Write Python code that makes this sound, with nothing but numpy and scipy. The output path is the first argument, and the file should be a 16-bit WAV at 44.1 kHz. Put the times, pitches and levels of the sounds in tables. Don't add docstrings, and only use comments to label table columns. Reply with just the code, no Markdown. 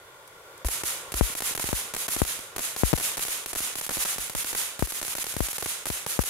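import sys
import numpy as np
from scipy import signal
from scipy.fft import rfft, irfft, next_fast_len
from scipy.io import wavfile
from scipy.ndimage import uniform_filter1d

SR = 44100
rng = np.random.default_rng(int(sys.argv[2]) if len(sys.argv) > 2 else 0)


def output_pcm(signal):
    pcm = np.clip(np.atleast_2d(signal).T, -1, 1) * 32767
    wavfile.write(sys.argv[1], SR, np.round(pcm).astype(np.int16))


def elevation(decibels):
    levels = np.asarray(decibels, float)
    return 10 ** (levels / 20)


N = 277389

# (t/s, left push, right push, left ring, right ring)
BLASTS = [(0.647, 0, 0, 2.8, 2.4), (0.8353, 0, 0.015, 0, -0.15), (1.1408, 0.016, 0.015, -1.1, -0.8),
          (1.2102, -0.308, 0, 4.262, 0), (1.4217, 0, 0.015, 0, -0.1), (1.6411, 0.008, 0.04, 0, -0.4),
          (1.6893, 0.023, 0, -0.152, 0), (1.7293, -0.138, 0, 0.885, 0), (2.1641, 0.03, 0, -0.178, 0),
          (2.2176, -0.292, 0, 1.429, 0), (2.8344, -0.33, 0, 2.501, 0), (2.9305, 0.208, 0, -0.95, 0),
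          (2.9369, 0.259, 0, -1.401, 0), (3.604, 0, 0.012, 0, -0.1), (3.9702, 0, 0.05, 0, -0.3),
          (4.1829, -0.02, 0, 0.3, 0), (4.3503, 0.022, -0.033, -0.5, 0.45), (4.793, 0, 0.015, -0.193, 0),
          (4.8243, -0.233, 0, 1.311, 0), (5.3657, 0.071, 0, -0.208, 0), (5.4053, -0.176, 0, 1.635, 0),
          (5.6598, 0, 0.02, 0, -0.11), (5.9016, 0.075, 0, -0.348, 0), (6.1912, -0.266, 0, 1.385, 0)]


def evened(x):
    return x / np.sqrt(np.mean(x ** 2) + 1e-20)


def read(points, hz):
    f, *values = np.transpose(points)
    return np.array([np.interp(np.log(hz + 1), np.log(f + 1), v) for v in values])


def train(seconds, sizes):
    out = np.zeros(N)
    np.add.at(out, np.round(np.asarray(seconds) * SR).astype(int), sizes)
    return out


def stars():
    # (t/s, spark spray level/dB, excess over the limiter ceiling/dB)
    heavy = [
        (0.647, -23.5, 8.5),
        (1.2082, -26, 15),
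        (2.8364, -24, 8.5),
        (2.9369, -22.5, 26),
    ]
    full = [
        (2.1641, -26, 11),
        (3.8925, -22, 25),
        (5.6247, -22.5, 20),
        (6.0638, -24, 10.5),
        (6.1912, -23, 12),
    ]
    deep = [(0.8353, -22.5, 14), (1.1408, -22.5, 21), (1.4217, -22, 17), (1.6411, -25.5, 13.5),
            (1.6893, -31, 9.5), (2.2176, -28, 13), (2.563, -28, -1), (2.582, -25.5, 34),
            (2.7634, -25.5, 8.5), (2.9301, -23, -4), (3.5583, -25.5, 16), (3.9702, -37, 5),
            (4.3503, -23, 13.5), (4.793, -29, 1), (4.8242, -29.5, 11.5), (5.3657, -27, 11),
            (5.4053, -25, 13.5), (5.6598, -32, 16.5)]
    plain = [(1.5966, -38, 17), (0.6851, -25, 20.5), (1.3515, -23.5, 19), (1.4047, -35, 24),
             (1.5506, -18.5, 21), (1.5765, -33, 40), (1.938, -29.5, 7), (1.9645, -27.5, 16),
             (2.0819, -20.5, 27), (2.0864, -45, 5), (2.5922, -28.5, 23), (2.9828, -29, 13),
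             (3.0085, -36, 16), (3.1777, -23.5, 7), (3.1939, -26, 19), (3.5311, -24.5, 13),
             (3.9076, -32, 12), (4.0509, -23, 14.5), (4.0561, -47, 5), (4.1829, -27, 8), (4.5297, -44, 6),
             (4.5498, -21, 11), (5.152, -20.5, 20), (5.183, -36, 17.5), (5.8674, -22, 9),
             (1.7293, -24.5, 15), (5.9016, -50, 18)]
    thin = [(1.1202, -28.5, 4), (1.9481, -27.5, 19), (2.25, -25.5, 18), (2.9766, -30, 22),
            (2.9989, -21, 15), (3.1707, -22.5, 13), (3.2506, -25, 14), (3.2825, -27.5, 14),
            (3.4602, -30.5, 10.5), (3.5514, -21.5, 29), (3.604, -31, 14), (3.7548, -25, 11.5),
            (3.812, -27.5, 18.5), (3.9789, -21, 12), (4.2973, -37, 6), (4.4447, -25.5, 13),
            (4.9219, -27.5, 16), (5.0147, -26, 16), (5.028, -25, 17), (5.242, -29.5, 19.5),
            (5.2666, -30, 13.5), (5.4854, -25, 11), (5.5822, -25.5, 21), (5.8561, -42, 10),
            (6.237, -25, 20.5)]
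    dry_stars = [
        (3.785, -34, 5),
        (3.8648, -42, 14),
        (5.0488, -36, 13),
        (5.0802, -29.5, 11.5),
        (5.5304, -29, 15),
    ]
    faint = [(2.6037, -30.5, 14), (5.3396, -45, 6), (4.16, -45, 5), (1.3, -32.5, 0), (1.51, -45, -3),
             (2.2021, -30, -3), (2.39, -41, 3.5), (3.9156, -31, 13), (4.8725, -26, 18)]
    spits = [
        (0.2765, -70, 0),
        (0.5775, -70, 0),
    ]
    # (crack peak after the limiter/dB, low body level/dB)
    kinds = [
        (-19, 11),
        (-13, 5),
        (-13, 2),
        (-13, 0.2),
        (-13, -3),
        (-14.5, -7),
        (-19.5, -1.1),
        (-31, -14),
    ]
    groups = (heavy, full, deep, plain, thin, dry_stars, faint, spits)
    bursts = []
    for group, kind in zip(groups, kinds):
        bursts += [tuple(star) + tuple(kind) for star in group]
    bursts = np.array(sorted(bursts))
    for s, *_ in BLASTS:
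        bursts[abs(bursts[:, 0] - s) < .0025, 0] = s
    return bursts


def cracks(bursts, smear_s=0.0007, tail_db=-22, tail_s=.03, gain_db=0.07, echo_db=0.5):
    # (f/Hz, left level/dB, right level/dB)
    crack = [(150, 7, 12), (350, 12, 13), (700, 13, 13), (1200, 11, 8), (2000, 11, 3), (3200, 8, 0),
             (5000, 7, 1), (7000, 7, 0), (9000, 7, 2), (11000, 11, 4), (13000, 8, 4), (14300, 4, 2),
             (15500, 2, 0), (16500, -7, -10)]
    # (f/Hz, left level/dB, right level/dB)
    ground = [(150, 6, 12), (350, 9, 9), (700, 10, 10), (1200, 8, 9), (2000, 6, 6), (3200, 2, 5),
              (5000, 1, 4), (7000, 1, 8), (9000, 1, 9), (11000, 2, 10), (13000, -2, 4), (14300, -5, 0),
              (15500, -6, -1), (16500, -16, -10)]
    lowest_ms, higher_ms, vary_db = 2.15, .15, .8
    later_ms = np.array([[.5], [0]])
    snap, lull_s, edge_hz = .4, .11, 15800
    size, lead, turns = 2048, 200, .43
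    hz, t = np.fft.rfftfreq(size, 1 / SR), np.arange(size) / SR
    lag = np.exp(-2j * np.pi * (turns * (np.log((hz + 30) / 8000) + 1) + hz * lead / SR))
    direct = elevation(read(crack, hz)) * lag
    echo_colour = elevation(read(ground, hz) + echo_db) * lag
    blur = np.exp(-t / .00025)
    count = len(bursts)
    rough, scatter = rng.standard_normal((count, 2, 2, size)).transpose(1, 0, 2, 3)
    gaps = np.diff(bursts[:, 0], prepend=0)
    heights, sizes = rng.standard_normal((count, 2)).T
    out = np.zeros((2, N + size))
    for (s, *_, db, body_db), gap, high, big, grass, air in zip(bursts, gaps, heights, sizes, rough, scatter):
        echo_ms = lowest_ms + higher_ms * high ** 2
        shaded = rfft(abs(air[0]) * np.sign(grass[0] + 1) * blur)
        shaded = np.where(hz > 2500, shaded / np.sqrt(np.mean(abs(shaded) ** 2)), 1)
        shock = direct * np.array([np.ones_like(shaded), shaded])

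        after = np.maximum(t - (echo_ms + later_ms) / 1000, 0)
        bounce = grass * (after > 0) * np.exp(-after / smear_s)
        bounce *= np.sqrt(1 - snap ** 2) / np.linalg.norm(bounce, axis=1, keepdims=True)
        bounce += snap * (after > 0) * (after <= 1 / SR)
        bounce += air * (after > 0) * elevation(tail_db - 60 * after / tail_s)

        top = (hz < edge_hz) | (gap > lull_s)
        tone = top * elevation(body_db / (1 + (hz / 1500) ** 2))
        burst = irfft(tone * (shock + rfft(bounce) * echo_colour))
        at = round(s * SR) - lead
        level = elevation(db + vary_db * big + gain_db)
        out[:, at:at + size] += (level * burst)[:, :N + size - at]
    return out[:, :N]


def sparks(bursts, catch_s=0.02, gain_db=2.0):
    # (f/Hz, level per Hz/dB)
    fizz = [(60, -21), (180, -15.5), (400, -15.5), (900, -9.5), (2100, -3.5), (4300, -4), (5600, -3),
            (6800, 1), (8200, -1.5), (10800, 6), (12500, 2), (14000, -7), (15200, -3.5), (17000, -30)]
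    # (band top f/Hz, t60/s, left-right likeness, left-right level/dB)
    burn = [(556, 0.75, 0.96, -1), (1497, 0.87, 0.42, -1.5), (4040, 0.72, 0.0063, -3.5),
            (9780, 0.58, 0.032, -2.5), (13000, 0.43, 0.05, -1.5), (20000, 0.42, .03, 0)]
    s, spray_db = bursts.T[:2]
    pops_per_s, spread_db = 18000, 1.3
    size = next_fast_len(N)
    hz, t = np.fft.rfftfreq(size, 1 / SR), np.arange(SR) / SR
    chance = rng.random((N, 3)).T
    height = rng.standard_normal((N, 3)).T
    big = rng.exponential(1, (N, 3)).T
    pops = (chance < pops_per_s / SR) * height * elevation(spread_db * np.minimum(big, 4))
    z = rfft(pops, size) * elevation(read(fizz, hz))
    z /= np.sqrt(np.mean(irfft(z, size) ** 2))
    lit = train(s, elevation(2 * spray_db))
    out, low = np.zeros((2, N)), 0
    for top, t60, same, pan_db in burn:
        own_left, own_right, shared = irfft(z * ((hz >= low) & (hz < top)), size)[:, :N]
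        same, low = np.clip(same, 0, 1), top
        swell_and_die = (1 - np.exp(-t / catch_s)) ** 2 * elevation(-120 * t / t60)
        power = signal.oaconvolve(lit, swell_and_die)[:N]
        band = np.sqrt(1 - same) * np.array([own_left, own_right]) + np.sqrt(same) * shared
        out += band * np.sqrt(abs(power)) * elevation([[pan_db / 2], [-pan_db / 2]])
    return elevation(gain_db) * out


def jolts(bursts, late_s=.00018, blunt_hz=480., turns=.243, case_hz=75.3, case_q=1.43):
    nudge_push, nudge_ring = 0.0065, 0.024
    ring_hz, swell_s, die_s, crest_s = 51.6, .03, .01185, .00884
    lead, shift = 60, .076
    floor_s, floor = .0029, -.16
    nudges = [(s, nudge_push, nudge_push, *nudge_ring * rng.standard_normal(2))
              for s, *_, db, _ in bursts if db > -30]
    s, *ports = np.transpose(list(BLASTS) + nudges)
    hz, t = np.fft.rfftfreq(4096, 1 / SR), np.arange(4096) / SR
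    lag_turns = turns * np.log((hz + 30) / 1000) + shift + hz * (late_s + lead / SR)
    lag = np.exp(-2j * np.pi * lag_turns)
    w = 1j * hz / case_hz
    bass_cut = w * w / (w * w + w / case_q + 1)
    shove = irfft(bass_cut / (1 + (hz / blunt_hz) ** 2) * lag)
    slope = np.gradient(shove)
    echo = floor * np.roll(slope / slope.max(), round(floor_s * SR))
    shove = elevation(1.5) * shove / shove.max() + echo
    ring = np.exp(-t / die_s) * (1 - np.exp(-t / swell_s)) ** 2 * np.cos(2 * np.pi * ring_hz * (t - crest_s))
    out = []
    for push, swing in zip(ports[:2], ports[2:]):
        thump = signal.oaconvolve(train(s, push), shove)[lead:N + lead]
        out.append(thump + signal.oaconvolve(train(s, swing), ring)[:N])
    return np.array(out)


def flame(patchy_db=.6):
    # (f/Hz, left level per Hz/dB, right level per Hz/dB)
    hiss = [(30, -33, -34), (60, -19, -19), (150, -17, -16), (235, -29, -30), (520, -9, -11),
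            (760, -15, -16), (1120, -13, -8), (1260, -13, -13), (1410, -8, -11), (1650, -21, -16),
            (2000, -17, -17), (4000, -25, -26), (11000, -27, -27), (15500, -33, -33)]
    # (f/Hz, width/Hz, level/dB)
    tube = [(231, 74, -15), (352, 260, 5), (730, 100, -3), (1292, 103, -26), (1398, 63, 7), (1800, 120, -3),
            (2620, 370, -4), (3500, 300, 6), (5570, 900, 0), (11800, 1400, 2.5), (5300, 150, -5),
            (5800, 150, -7)]
    # (f/Hz, left-right likeness)
    likeness = [(60, 1), (180, 0.91), (550, 0.98), (1650, 0.12), (4970, -0.25), (15000, -0.22)]
    # (t/s, level/dB)
    strength = [
        (0, -49.5),
        (.3, -49),
        (.62, -47),
        (1, -43),
        (2.5, -47),
        (4.7, -49),
        (6.29, -49),
    ]
    frames, hz = N // 256 + 5, np.fft.rfftfreq(1024, 1 / SR)
    a, b, c, d, patches = rng.standard_normal((frames, 513, 5)).T
    patches = evened(uniform_filter1d(uniform_filter1d(patches, 10, 0), 12, 1))
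    same = np.clip(read(likeness, hz)[0], -1, 1)[:, None]
    left = a + 1j * b
    right = same * left + np.sqrt(1 - same ** 2) * (c + 1j * d)
    tube_db = sum(db * np.exp(-(2 * (hz - f) / width) ** 2) for f, width, db in tube)
    colour_db = (read(hiss, hz) + tube_db)[:, :, None]
    z = np.array([left, right]) * elevation(colour_db + patchy_db * patches)
    level_db = np.interp(np.arange(N) / SR, *np.transpose(strength))
    return elevation(level_db) * evened(signal.istft(z, nperseg=1024, noverlap=768)[1][:, :N])


def dips(bursts, back_s=0.017):
    before, after = 1000, 3000
    ahead_s, early_s, bend = .015, .0015, 1.2
    t, dip_db = np.arange(-before, after) / SR, np.zeros(N + after)
    sink = np.clip((t + ahead_s) / (ahead_s - early_s), 0, 1) ** bend
    shape = np.where(t < 0, sink, np.exp(-t / back_s))
    for s, _, excess_db, *_ in bursts:
        at = slice(round(s * SR) - before, round(s * SR) + after)
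        dip_db[at] = np.maximum(dip_db[at], max(excess_db, 0) * shape)
    return elevation(-dip_db[:N])


def scene():
    bursts = stars()
    hiss = flame() + sparks(bursts)
    edge = signal.firwin(401, 15800, window=("kaiser", 8), fs=SR)
    bed = signal.oaconvolve(hiss * dips(bursts), edge[None], "same")
    others = bursts[abs(bursts[:, :1] - np.transpose(BLASTS)[0]).min(1) > .005]
    return bed + cracks(bursts) + jolts(bursts) * dips(others)


def low_pass(x):
    return signal.sosfilt(signal.butter(12, 16840, fs=SR, output="sos"), x)


def record(dry):
    edge = signal.firwin(301, 16600, window=("kaiser", 10), fs=SR)
    mix = signal.oaconvolve(dry, edge[None], "same")
    return low_pass(mix)


dry = scene()
out = record(dry)
output_pcm(out)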